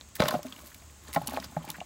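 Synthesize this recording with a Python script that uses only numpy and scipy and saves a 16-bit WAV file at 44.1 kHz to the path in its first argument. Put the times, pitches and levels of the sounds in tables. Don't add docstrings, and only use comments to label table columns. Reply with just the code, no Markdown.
import sys
import numpy as np
from scipy import signal
from scipy.fft import rfft, irfft
from scipy.io import wavfile
from scipy.ndimage import uniform_filter1d

SR = 44100
rng = np.random.default_rng(int(sys.argv[2]) if len(sys.argv) > 2 else 0)


def wav_record(signal):
    frames = np.transpose(np.atleast_2d(signal))
    bounded = np.clip(frames, -1, 1)
    quanta = np.round(bounded * 32767).astype(np.int16)
    wavfile.write(sys.argv[1], SR, quanta)


def gain_from_db(level_db):
    decades = np.asarray(level_db, float) / 20
    return 10 ** decades


N = 81585
T = np.arange(N) / SR

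# [f/Hz, level/dB per Hz]
AIR_COLOUR = [(40, 5), (110, -2.5), (300, -13.5), (1000, -18), (3000, -20.5), (9000, -23.5), (11600, -35),
              (15500, -28.5)]
INSECT_BANDS = [6650, 7100, 7600]
# [t/s, level/dB]
HUM_LEVEL = [
    (0, -61.5),
    (.2, -63.5),
    (1.3, -52.5),
    (1.85, -62.5),
]
# [t/s, level/dB, share of bright mesh/dB]
ACTIVITY = [(0, -68, 12), (0.168, -69.5, -5), (0.208, -36.5, -1.5), (0.329, -41.5, 4.5), (.41, -54.5, 3),
            (.62, -58.5, 13), (1.0, -69, 10.5), (1.087, -53.5, 9), (1.111, -56.5, 11), (1.28, -50, -2),
            (1.35, -44, 2.5), (1.44, -52.5, 3), (1.5, -57, 9), (1.66, -54.5, -5), (1.688, -49.5, 0.5),
            (1.76, -55.5, 3.5), (1.85, -64, 4)]
# [f/Hz, level/dB per Hz]
LEG_COLOUR = [(500, -10), (1000, 7), (1800, 0.5), (3000, -2.5), (5000, -2.5), (9000, -27)]
# [f/Hz, level/dB per Hz]
MESH_COLOUR = [(1760, -10.5), (3000, -4.5), (8750, -6.5), (10200, -4.5), (15100, -3.5), (16500, -1)]
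# [f/Hz, level/dB per Hz]
SHELL_COLOUR = [(590, -5.5), (1200, -2.5), (2700, -13), (3520, -8.5), (9000, -29), (11700, -34.5),
                (19800, -120)]
# [t/s, peak level/dB, f/Hz, length/ms]
TICK_EVENTS = [(0.2302, -23, 2200, 3.4), (0.237, -28, 4670, 5), (0.2558, -29.5, 4200, 2.8),
               (0.2915, -34, 1500, 3.6), (0.309, -25, 1250, 6.2), (0.3492, -36, 3040, 6.6),
               (0.431, -51, 2400, 4.2), (0.4678, -41.5, 2400, 4.6), (0.484, -39, 4570, 2.7),
               (0.5636, -39.5, 2960, 4), (0.5895, -41, 2900, 2.3), (0.717, -43.5, 1710, 7.8),
               (0.801, -47, 4030, 1.5), (0.8216, -46.5, 1930, 4.4), (0.835, -47, 12500, 2),
               (0.8986, -46.5, 2200, 1.4), (1.075, -41, 3800, 15), (1.082, -39.5, 7100, 8.9),
               (1.1295, -38, 2080, 2.8), (1.2176, -41.5, 4130, 4.4), (1.263, -39, 12000, 2.6),
               (1.273, -26.5, 4200, 2.6), (1.2733, -20, 9800, 2.7), (1.2805, -38, 3000, 4),
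               (1.288, -35, 2550, 4), (1.3206, -44, 2500, 1.8), (1.3368, -33, 1510, 3),
               (1.339, -35, 14500, 4.4), (1.3448, -34.5, 4100, 5), (1.3652, -29.5, 2220, 1.8),
               (1.4003, -30.5, 4900, 2.2), (1.4255, -34.5, 1880, 4.3), (1.436, -42, 4160, 12),
               (1.6237, -46, 2960, 12), (1.632, -46, 12100, 1.7), (1.671, -55, 2200, 10),
               (1.6772, -38, 2390, 5.5), (1.684, -39, 2000, 6.7), (1.6886, -44, 2500, 5.1),
               (1.693, -39, 2200, 6.8), (1.702, -27.5, 3770, 3.3), (1.718, -42, 4000, 2.1),
               (1.7522, -37, 1760, 7.6), (1.8033, -40.5, 6400, 1.8)]
# [t/s, peak level/dB, length/ms]
SNAP_EVENTS = [(0.087, -40, 4.3), (0.153, -25, 18), (0.204, -21, 2.3), (0.22, -28, 4.1), (0.2804, -41, 5.2),
               (0.284, -13.5, 4.1), (0.308, -25, 2.9), (0.43, -27, 3.2), (0.46, -36, 4.3),
               (0.467, -32.5, 4), (0.562, -37.5, 3.6), (0.6597, -36.5, 3.3), (0.669, -32.5, 7.2),
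               (0.675, -38, 5.8), (0.681, -40, 5), (0.7458, -32.5, 2.6), (1.1306, -24, 2.3),
               (1.1364, -22, 4.8), (1.1461, -21, 7.4), (1.1743, -30, 3.7), (1.2186, -35.5, 7.5),
               (1.271, -29, 3.3), (1.2731, -17, 1.4), (1.2805, -20.5, 2), (1.296, -26.5, 5.5),
               (1.3058, -29, 6.2), (1.3115, -37, 2.5), (1.333, -30.5, 2.7), (1.3635, -41, 1.5),
               (1.3765, -39, 2.9), (1.4225, -34.5, 7.5), (1.4439, -29.5, 4.5), (1.6495, -34, 7),
               (1.6886, -33, 4), (1.7, -35, 2.7), (1.7035, -16.5, 1.9), (1.7077, -32, 2.4),
               (1.715, -31, 3.6), (1.767, -40, 5)]
# [t/s, peak level/dB, f/Hz, length/ms]
CLACK_EVENTS = [(0.0117, -31, 3630, 0.85), (0.157, -35, 1780, 14), (0.197, -23, 3690, 14),
                (0.2029, -11.5, 2220, 3.4), (0.221, -12.5, 1890, 3.9), (0.2565, -21.5, 1560, 4.6),
                (0.2815, -16.5, 3560, 7.1), (0.2847, -18, 3500, 3.8), (0.3091, -27, 3870, 9.6),
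                (0.339, -24.5, 1370, 9), (0.43, -35, 5400, 5.2), (0.5244, -31, 3350, 3.2),
                (0.747, -45, 2280, 6.5), (1.077, -43, 1750, 8.4), (1.141, -33.5, 2080, 8.9),
                (1.1607, -21, 1840, 4.5), (1.311, -36, 1900, 4.1), (1.373, -25, 1580, 3),
                (1.4415, -28.5, 4920, 8.3), (1.566, -32.5, 1647, 4.4), (1.7429, -37, 1490, 9.1),
                (1.8042, -32.5, 2800, 2.4)]
# [t/s, peak level/dB, f/Hz, t60/s]
BOOM_EVENTS = [(0.202, -12.5, 193, 0.028), (0.237, -26, 152, 0.063), (0.342, -24, 246, 0.049),
               (0.362, -32.5, 161.7, 0.13), (0.452, -33.5, 256.7, 0.15), (1.163, -27, 164.7, 0.19),
               (1.165, -28, 271.7, 0.085), (1.22, -39, 133, 0.16), (1.282, -35, 240.4, 0.16),
               (1.339, -35.5, 260, 0.34), (1.394, -41, 190.6, 0.21), (1.461, -41, 107, 0.063),
               (1.566, -26.5, 161, 0.15), (1.694, -40, 164, 0.16), (1.785, -42.5, 183, 0.12)]
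# [f/Hz, level/dB, t60/s]
WALL_MODES = [(615, -7, .06), (700, -8, .04), (830, -6, .035), (1050, -10, .03), (1280, -7, .04),
              (1850, -18, .025)]
# [t/s, peak level/dB, f/Hz of the struck panel, contact/ms]
KNOCK_EVENTS = [(0.2, -15.5, 532, 0.95), (0.205, -19.5, 650, 2), (0.222, -15.5, 567, 2.04),
                (0.237, -20, 610, 1.7), (0.257, -26.5, 598, 4), (0.281, -24, 1070, 2.2),
                (0.287, -26.5, 634, 6.5), (0.308, -27.5, 1050, 4.7), (0.326, -22.5, 640, 0.91),
                (0.338, -20, 731, 7.6), (0.35, -22.5, 602, 3.1), (0.39, -30, 640, 2.3),
                (0.447, -37, 637, 5.7), (0.633, -49, 667, 2.9), (0.819, -51, 683, 6.2),
                (1.085, -46, 436, 5.3), (1.147, -36, 996, 3.2), (1.159, -27, 1060, 8.7),
                (1.162, -14.5, 808, 2), (1.169, -17.5, 675, 5.3), (1.214, -29, 790, 2.4),
                (1.261, -40.5, 760, 2.5), (1.274, -35, 950, 3), (1.288, -35, 910, 1.5),
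                (1.32, -30.5, 750, 2.4), (1.336, -27.5, 780, 2), (1.345, -44, 780, 1.3),
                (1.362, -40, 835, 2.2), (1.372, -17.5, 876, 1.05), (1.38, -27.5, 665, 5.3),
                (1.497, -50, 874, 6.6), (1.52, -44.5, 780, 6.6), (1.568, -19.5, 762, 1.9),
                (1.643, -36, 866, 2.2), (1.688, -38, 890, 6.7), (1.783, -38.5, 760, 2.1),
                (1.813, -28, 745, 3.5)]


def evened(x):
    return x / np.sqrt(np.mean(x ** 2) + 1e-20)


def peaked(x):
    return x / (abs(x).max() + 1e-20)


def colour(x, spectrum):
    f, db = np.transpose(spectrum)
    hz = np.fft.rfftfreq(len(x), 1 / SR) + 1
    skirt_db = -18 * np.maximum(np.log2(f[0] / hz), 0)
    gain = gain_from_db(np.interp(np.log(hz), np.log(f), db) + skirt_db)
    return irfft(rfft(x) * gain, len(x))


def resonate(x, hz, width_hz):
    r = np.exp(-np.pi * width_hz / SR)
    pole = r * np.exp(2j * np.pi * hz / SR)
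    return 2 * signal.lfilter([1 - r], [1, -pole], x).real


def resonate_twice(x, hz, width_hz, second_width_hz):
    return resonate(resonate(x, hz, width_hz), hz, second_width_hz)


def ring(modes, size=6000):
    t = T[:size]
    return sum(gain_from_db(db - 60 * t / max(t60, .005)) * np.sin(2 * np.pi * hz * t) for hz, db, t60 in modes)


def burst(noise, ms, lead=0.06):
    u = T[:len(noise)] * 1000 / max(ms, .3)
    return noise * (1 - np.exp(-u / lead)) * np.exp(-u * 1.32)


def gritty(count, size=2048):
    lumps = uniform_filter1d(rng.standard_normal((count, size)), size=24, axis=1)
    return rng.standard_normal((count, size)) * gain_from_db(20 * lumps)


def taps(per_s, ms):
    spread_db = 0.5 * np.minimum(rng.exponential(1, N), 3.5)
    size = (rng.random(N) < per_s / SR) * gain_from_db(spread_db)
    return signal.fftconvolve(size, burst(np.ones(600), ms))[:N] * rng.standard_normal(N)


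def add(mix, s, sound):
    part = mix[round(s * SR):][:len(sound)]
    part += sound[:len(part)]


def bank():
    air_noise, insect_noise, hum_noise = rng.standard_normal((3, N))
    air = evened(colour(air_noise, AIR_COLOUR))
    insects = evened(sum(resonate_twice(insect_noise, hz, 750, 750) for hz in INSECT_BANDS))

    hum_hz, width_hz = 72, 12
    waver = evened(resonate_twice(hum_noise, hum_hz, width_hz, 3 * width_hz))
    hum = evened(waver + 2 * np.sin(2 * np.pi * hum_hz * T))
    hum_db = np.interp(T, *np.transpose(HUM_LEVEL))
    return gain_from_db(-55.5) * air + gain_from_db(-61.5) * insects + gain_from_db(hum_db) * hum


def scrabble():
    s, level_db, bright_db = np.transpose(ACTIVITY)
    legs = np.zeros(N)
    for hz in np.geomspace(300, 7000, num=6):
        legs += np.sqrt(7000 / hz) * resonate(taps(900 / 3, 3.5), hz, hz * .6)
    wall = gain_from_db(-8) * evened(signal.fftconvolve(legs, ring(WALL_MODES))[:N])
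    floor = gain_from_db(-2.5) * evened(resonate_twice(legs, 183, 230, 290))
    threads_db = -9 + np.interp(T, s, bright_db)
    threads = gain_from_db(threads_db) * evened(colour(taps(630, 4.2), MESH_COLOUR))
    return gain_from_db(np.interp(T, s, level_db)) * (evened(colour(legs, LEG_COLOUR)) + wall + floor + threads)


def ticks():
    out = np.zeros(N)
    for (s, db, hz, ms), noise in zip(TICK_EVENTS, gritty(count=len(TICK_EVENTS))):
        width_hz = hz * .36
        tone = resonate_twice(noise, hz, width_hz, 2 * width_hz)
        add(out, s - .0003, gain_from_db(db) * peaked(burst(tone, ms)))
    return out


def snaps():
    out = np.zeros(N)
    for (s, db, ms), noise in zip(SNAP_EVENTS, gritty(count=len(SNAP_EVENTS))):
        add(out, s - .0005, gain_from_db(db) * peaked(burst(colour(noise, MESH_COLOUR), ms)))
    return out


def clacks():
    out = np.zeros(N)
    for (s, db, hz, ms), noise in zip(CLACK_EVENTS, gritty(count=len(CLACK_EVENTS))):
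        width_hz = hz * 0.42
        tone = evened(resonate_twice(noise, hz, width_hz, 2 * width_hz))
        tone = evened(tone + np.sin(2 * np.pi * hz * T[:len(noise)]))
        body_db = 11 + 1.25 * (db + 15)
        body = gain_from_db(body_db) * evened(colour(noise, SHELL_COLOUR))
        add(out, s - .0005, gain_from_db(db) * peaked(burst(tone + body, ms)))
    return out


def booms():
    out = np.zeros(N)
    rise_s, roughness = 0.00059, 0.047
    for (s, db, hz, t60), noise in zip(BOOM_EVENTS, rng.standard_normal((len(BOOM_EVENTS), 9000))):
        drum = ring([(hz, 0, t60), (hz * 1.55, -13.5, t60 * 0.88)], size=9000)
        drift = uniform_filter1d(uniform_filter1d(noise, size=700), size=700)
        drum = drum * (1 + roughness * evened(drift))
        swell = 1 - np.exp(-T[:len(drum)] / rise_s)
        add(out, s, gain_from_db(db) * peaked(drum * swell))
    return out


def knocks():
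    out = np.zeros(N)
    for (s, db, hz, ms), noise in zip(KNOCK_EVENTS, rng.standard_normal((len(KNOCK_EVENTS), 1500))):
        wall = [(f * (1 + .02 * e), g, t60) for (f, g, t60), e in zip(WALL_MODES, noise)]
        panel = (hz, 0, 0.009)
        push = np.sin(2 * np.pi * hz * T[:len(noise)]) + 1.6 * uniform_filter1d(noise, size=6)
        blow = signal.fftconvolve(burst(push, ms, 1.0), ring(wall + [panel]))
        add(out, s + 0.00048, gain_from_db(db) * peaked(blow))
    return out


def echoes(x):
    scatter = np.zeros(8000)
    at = np.arange(100, 7980, 20)
    scatter[at + rng.integers(0, 20, len(at))] = rng.choice([-1., 1.], len(at))
    scatter *= gain_from_db(-60 * T[:8000] / .06)
    return signal.fftconvolve(x, scatter / np.linalg.norm(scatter))[:N]


def scene():
    background = bank()
    tub = scrabble() + clacks() + booms() + knocks()
    return (background + ticks() + snaps() + tub + gain_from_db(-12) * echoes(tub))[None]


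def low_pass(x):
    return signal.sosfilt(signal.butter(12, 16820, fs=SR, output="sos"), x)


def record(dry):
    x = signal.sosfilt(signal.butter(4, 55, "high", fs=SR, output="sos"), dry)
    edge = signal.firwin(401, 15850, window=("kaiser", 6), fs=SR)[None]
    ceiling = signal.firwin(401, 16500, window=("kaiser", 9), fs=SR)[None]
    low = signal.oaconvolve(x, edge, "same")
    top = signal.oaconvolve(x, ceiling, "same") - low
    is_loud = uniform_filter1d(top ** 2, size=900) > gain_from_db(2 * -55)
    gate = uniform_filter1d(1. * is_loud, size=200)
    return low_pass(low + .5 * top * gate)


dry = scene()
out = record(dry)
wav_record(out)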